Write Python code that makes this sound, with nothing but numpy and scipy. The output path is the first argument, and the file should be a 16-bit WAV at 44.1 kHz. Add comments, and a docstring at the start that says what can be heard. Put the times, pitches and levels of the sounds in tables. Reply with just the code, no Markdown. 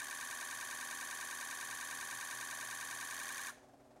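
"""A fast metallic buzz: eight solenoid valves, probably fuel injectors, click in turn in an open engine bay.
Each snaps open and shut and rings with its own voice, so the buzz pulses once a round.
The rounds quicken in two steps and stop on a last clack at 3.5 s. That leaves bare what ran
underneath all along: a faintly throbbing pump, a wavering hum and the air of the workshop."""
import sys
import numpy as np
from scipy.fft import rfft, irfft, next_fast_len
from scipy.io import wavfile
from scipy.ndimage import uniform_filter1d, map_coordinates

SR = 44100
rng = np.random.default_rng(int(sys.argv[2]) if len(sys.argv) > 2 else 0)


def to_wav(sig):
    """Store sig (one row per channel, or 1-D mono) as 16-bit WAV at the path in sys.argv[1].

    Samples outside -1..1 are clipped; the rate is SR.
    """
    pcm = np.clip(np.atleast_2d(sig), -1, 1) * 32767
    pcm = np.round(pcm).astype(np.int16)
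    wavfile.write(sys.argv[1], SR, pcm.T)  # frames by channels


N = 176400
RING_T = np.arange(int(.3 * SR)) / SR  # time axis of one hit

# colour of the workshop air: f/Hz, relative level/dB
AIR_COLOUR = [(25, -18), (55, -12), (100, -7.5), (190, -14), (260, -3.5), (430, -8), (650, -7.5),
              (1050, -14), (3000, -27.5), (8800, -29.5), (12000, -35), (15500, -41)]
# partials of the machine hum: f/Hz, level/dB
HUM_PARTIALS = [(54, -84), (160, -85.5), (241, -72.5), (279, -73), (377, -74), (500, -78), (612, -74.5)]
# swells and dips of a low drone in the hum: t/s, level/dB
DRONE_LEVELS = [(0.0, -78.5), (1.61, -79.5), (1.73, -70), (1.84, -88), (1.94, -72), (2.09, -80),
                (2.16, -71), (2.31, -80), (2.38, -66.5), (2.47, -78), (2.54, -71), (3.85, -78), (3.95, -74),
                (4.0, -91)]

# colour of a pump throb: f/Hz, relative level/dB
THROB_COLOUR = [(200, -23), (450, -13.5), (620, -2.5), (760, 2), (950, -15), (1600, -20), (3000, -31),
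                (8000, -31.5), (15000, -44)]
# pump throbs after the buzz: t/s, level/dB, attack/s
BARE_THROBS = [(3.515, -58, .004), (3.570, -53.5, .004), (3.628, -53, .005), (3.684, -58.5, .001),
               (3.734, -59.5, 0.0013), (3.794, -53.5, 0.0091), (3.845, -57, .006), (3.906, -56, 0.0022),
               (3.959, -56.5, .002)]

# colour of a click: f/Hz, relative level/dB
CLICK_COLOUR = [(150, -40), (280, -8), (450, -11.5), (800, -5.5), (1120, -0.5), (1340, -9), (1520, -3.5),
                (1850, -2.5), (2080, -0.5), (2380, 1), (2700, -7), (3100, -2.5), (3700, -3), (5200, -5),
                (6450, 1.5), (8000, -4), (9500, 1.5), (11000, -5), (13500, -10), (15700, -16.5)]
# colour of the crowded modes in the surrounding metal: f/Hz, relative level/dB
WASH_COLOUR = [(600, -28.5), (1100, -4.5), (1330, -12.5), (1600, -0.5), (1850, -2.5), (2050, -13.5),
               (2300, -8.5), (2700, -16), (3700, -14), (5200, -20.5), (6250, -12.5), (7800, -24.5),
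               (9200, -21), (15000, -49)]
# low modes of the fuel rail, rung by every valve: f/Hz, level/dB, t60/s
RAIL_MODES = [(798.3, -68, 0.15), (960.7, -69.5, 0.14)]
# each valve's modes on its seat in the rail: f/Hz, level/dB, wait/ms (negative acts as 0)
VALVE_VOICES = [
    [(1034, -45.5, 5.6), (1558, -42, 5.5), (1794, -37.5, 0), (2447, -44.5, .3), (2290, -45.5, 6),
     (3647, -46, 0.6), (6620, -42.5, 1), (7105, -44, 2), (9152, -41, 0.5)],
    [(963.6, -46, 1.4), (1187, -46.5, 5), (1615, -36, 1.5), (1749, -37, 0), (2280, -50, 4), (2813, -51, 1),
     (3820, -49, 6), (6220, -49.5, 3)],
    [(1106.4, -42, 2.45), (1682, -41.5, 6), (1756, -37.5, .2), (2993, -52, 2.9), (5950, -49, 3),
     (6740, -49, 5.6), (9260, -48, 3.5)],
    [(1625, -54, 0.73), (1820, -42, 3.1), (3120, -52, 0.95), (6530, -48.5, 2), (7470, -41, 2.5),
     (10330, -40.5, 2), (11460, -49, 2.2), (12300, -50, 2)],
    [(1098, -46.5, -2), (1745, -39.5, 0.6), (1914, -46, 5.5), (3210, -54, -0.5), (6174, -50, 0.5)],
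    [(1140, -46.5, 0.5), (1508, -43.5, 3), (1668, -41.5, -1.5), (1886, -47, 7), (3710, -50.5, 0),
     (6320, -41.5, 0), (9270, -44, 0), (9860, -49, 4)],
    [(980, -48, 2.7), (1167, -47, 7.1), (1667, -37.6, 1.6), (3670, -52, 1), (4460, -48.5, 0.51),
     (4810, -49, 1.3), (11430, -46.5, 0.87)],
    [(1110.5, -40.5, .4), (1598, -47, 2.5), (1814, -44.5, 3.3), (6050, -48.5, 4.4), (6500, -47, 3.6),
     (9380, -50, 3), (10885, -48.5, 1.9), (13680, -52, 3)],
]
# clicks in firing order: lag/ms, time open/ms, opening level/dB, closing level/dB, tilt/(dB per octave)
VALVE_CLICKS = [(.1, 2, -47, -44, -0.1), (1.2, 3.2, -51.5, -47, 0), (2, 3, -49, -49.5, 0),
                (.1, 3.2, -45, -45, 0.4), (.5, 2.9, -51, -48.5, 0), (.5, 1.5, -47, -46, 1),
                (.6, 3.3, -47, -46.5, -0.5), (2.4, 2, -49, -46, 1.5)]
# stretches of even firing: start t/s, valve-to-valve step/s, number of strokes
FIRING_RUNS = [(-.001, .01375, 8), (.109, .0125, 239), (3.0965, .01125, 36)]
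METAL_ATTACK_S = 0.0018


def amp(db):
    """Decibels to gain."""
    return 10 ** (np.asarray(db) / 20)


def along(points, hz):
    """Read a colour curve on a log frequency axis."""
    f, db = np.transpose(points)
    return np.interp(np.log(hz + 1), np.log(f + 1), db)


def noise(colour, size=len(RING_T), eq=lambda hz: 0):
    """Noise of rms 1, shaped by a colour table and an optional EQ curve in dB."""
    hz = np.fft.rfftfreq(size, 1 / SR)
    phases = np.exp(2j * np.pi * rng.random(len(hz)))
    x = irfft(amp(along(colour, hz) + eq(hz)) * phases, size)
    return x / np.sqrt(np.mean(x ** 2) + 1e-20)


def wobble(rate):
    """A smooth random curve, rate knots a second."""
    knots = rng.standard_normal(int(N * rate / SR) + 4)
    return map_coordinates(knots, [np.arange(N) * rate / SR])


def add(track, s, sound):
    """Mix a sound into the track at s seconds."""
    i = round(s * SR)
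    part = sound[max(-i, 0):max(N - i, 0)]
    track[max(i, 0):][:len(part)] += part


def delayed(x, ms):
    """Delay x, keeping its length."""
    return np.pad(x, (max(round(ms * SR / 1000), 0), 0))[:len(x)]


def fade(attack_s, t60_s):
    """A quick attack and an exponential tail."""
    return (1 - np.exp(-RING_T / attack_s)) * np.exp(-np.log(1000) * RING_T / t60_s)


def ring(hz, db, attack_s, t60_s, wait_ms=0):
    """One damped mode, which may swell a little late."""
    return amp(db) * np.sin(2 * np.pi * hz * RING_T) * delayed(fade(attack_s, t60_s), wait_ms)


def workshop_air():
    """A quiet, dark bed of room tone."""
    return amp(-68) * noise(AIR_COLOUR, N)


def machine_hum():
    """Low partials and a swelling drone, each wavering in level and phase."""
    waver_db, drift_rad, drone_hz = 1, 0.52, 123.3
    t = np.arange(N) / SR
    drone_db = np.interp(t, *np.transpose(DRONE_LEVELS))
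    out = np.zeros(N)
    for hz, db in [*HUM_PARTIALS, (drone_hz, drone_db)]:
        peak = np.sqrt(2) * amp(db + waver_db * wobble(8.01))
        out += peak * np.sin(2 * np.pi * hz * t + drift_rad * wobble(8))
    return out


def pump():
    """The pump throbs in soft puffs, about eighteen a second, under the buzz and after it."""
    period_s, jitter_s, covered_db, covered_attack_s = .0555, .003, -57.5, 0.0027
    beats = BARE_THROBS[0][0] - period_s * np.arange(1, 64)
    covered = [(s + jitter_s * rng.standard_normal(), covered_db, covered_attack_s) for s in beats]
    out = np.zeros(N)
    for s, db, attack_s in [*BARE_THROBS, *covered]:
        add(out, s, amp(db) * fade(attack_s, t60_s=0.13) * noise(THROB_COLOUR))
    return out


def metalwork_eq():
    """Dense resonances of the metalwork: an EQ curve of narrow random peaks and dips."""
    depth_db, spacing_hz = 2, 90
    knots = rng.standard_normal(2048)
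    return lambda hz: depth_db * np.tanh(map_coordinates(knots, [hz / spacing_hz], mode="wrap"))


def click(db, eq=lambda hz: 0):
    """A needle hits its stop: dense metal modes die fast, the bay answers for longer."""
    snap = fade(attack_s=0.00017, t60_s=0.038)
    bay_tail = amp(-14) * fade(attack_s=0.0014, t60_s=0.23)
    return amp(db) * np.hypot(snap, bay_tail) * noise(CLICK_COLOUR, eq=eq)


def last_clack():
    """A click with a short, lower ring ends the buzz."""
    body = ring(hz=1409, db=-39, attack_s=METAL_ATTACK_S, t60_s=0.035)
    out = np.zeros(N)
    add(out, s=3.5, sound=body + click(db=-52))
    return out


def valve_stroke(clicks, voice, metalwork):
    """One valve clicks open and shut, ringing its own modes, the rail and the metal around."""
    lag_ms, open_ms, open_db, close_db, tilt_db = clicks
    eq = lambda hz: metalwork(hz) + tilt_db * np.log2(np.maximum(hz, 1120))  # tilts above 1120 Hz
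    opening = click(open_db, eq)
    closing = delayed(click(close_db, eq), open_ms)
    seat = sum(ring(hz, db, attack_s=0.0015, t60_s=0.05 * (1000 / hz) ** 0.26, wait_ms=ms)
               for hz, db, ms in voice)  # higher modes die sooner
    rail = sum(ring(hz, db, METAL_ATTACK_S, t60_s) for hz, db, t60_s in RAIL_MODES)
    wash = amp(-63.5) * fade(METAL_ATTACK_S, t60_s=0.58) * noise(WASH_COLOUR)
    return delayed(opening + closing, lag_ms) + seat + rail + wash


def valve_buzz():
    """Eight valves fire in turn, each repeating its own stroke almost exactly."""
    scatter_db, grit_db = -0.11, -15.5
    metalwork = metalwork_eq()
    strokes = [valve_stroke(clicks, voice, metalwork) for clicks, voice in zip(VALVE_CLICKS, VALVE_VOICES)]
    times = [start + step * k for start, step, count in FIRING_RUNS for k in range(count)]
    buzz = np.zeros(N)
    for k, s in enumerate(times):
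        add(buzz, s, amp(scatter_db * rng.standard_normal()) * strokes[k % len(strokes)])
    # a little grit rides the envelope, so no two strokes sound quite alike
    envelope = np.sqrt(np.abs(uniform_filter1d(buzz ** 2, size=128)))
    return buzz + amp(grit_db) * envelope * noise(CLICK_COLOUR, N)


def scene():
    """The mono mix, heard from just above the engine."""
    return (valve_buzz() + last_clack() + pump() + machine_hum() + workshop_air())[None]


def record(dry):
    """A brick-wall low-pass trims the very top."""
    top_hz = 15780
    size = next_fast_len(N + SR // 2)
    passband = np.fft.rfftfreq(size, 1 / SR) < top_hz
    return irfft(rfft(dry, size) * passband, size)[..., :N]


dry = scene()
out = record(dry)
to_wav(out)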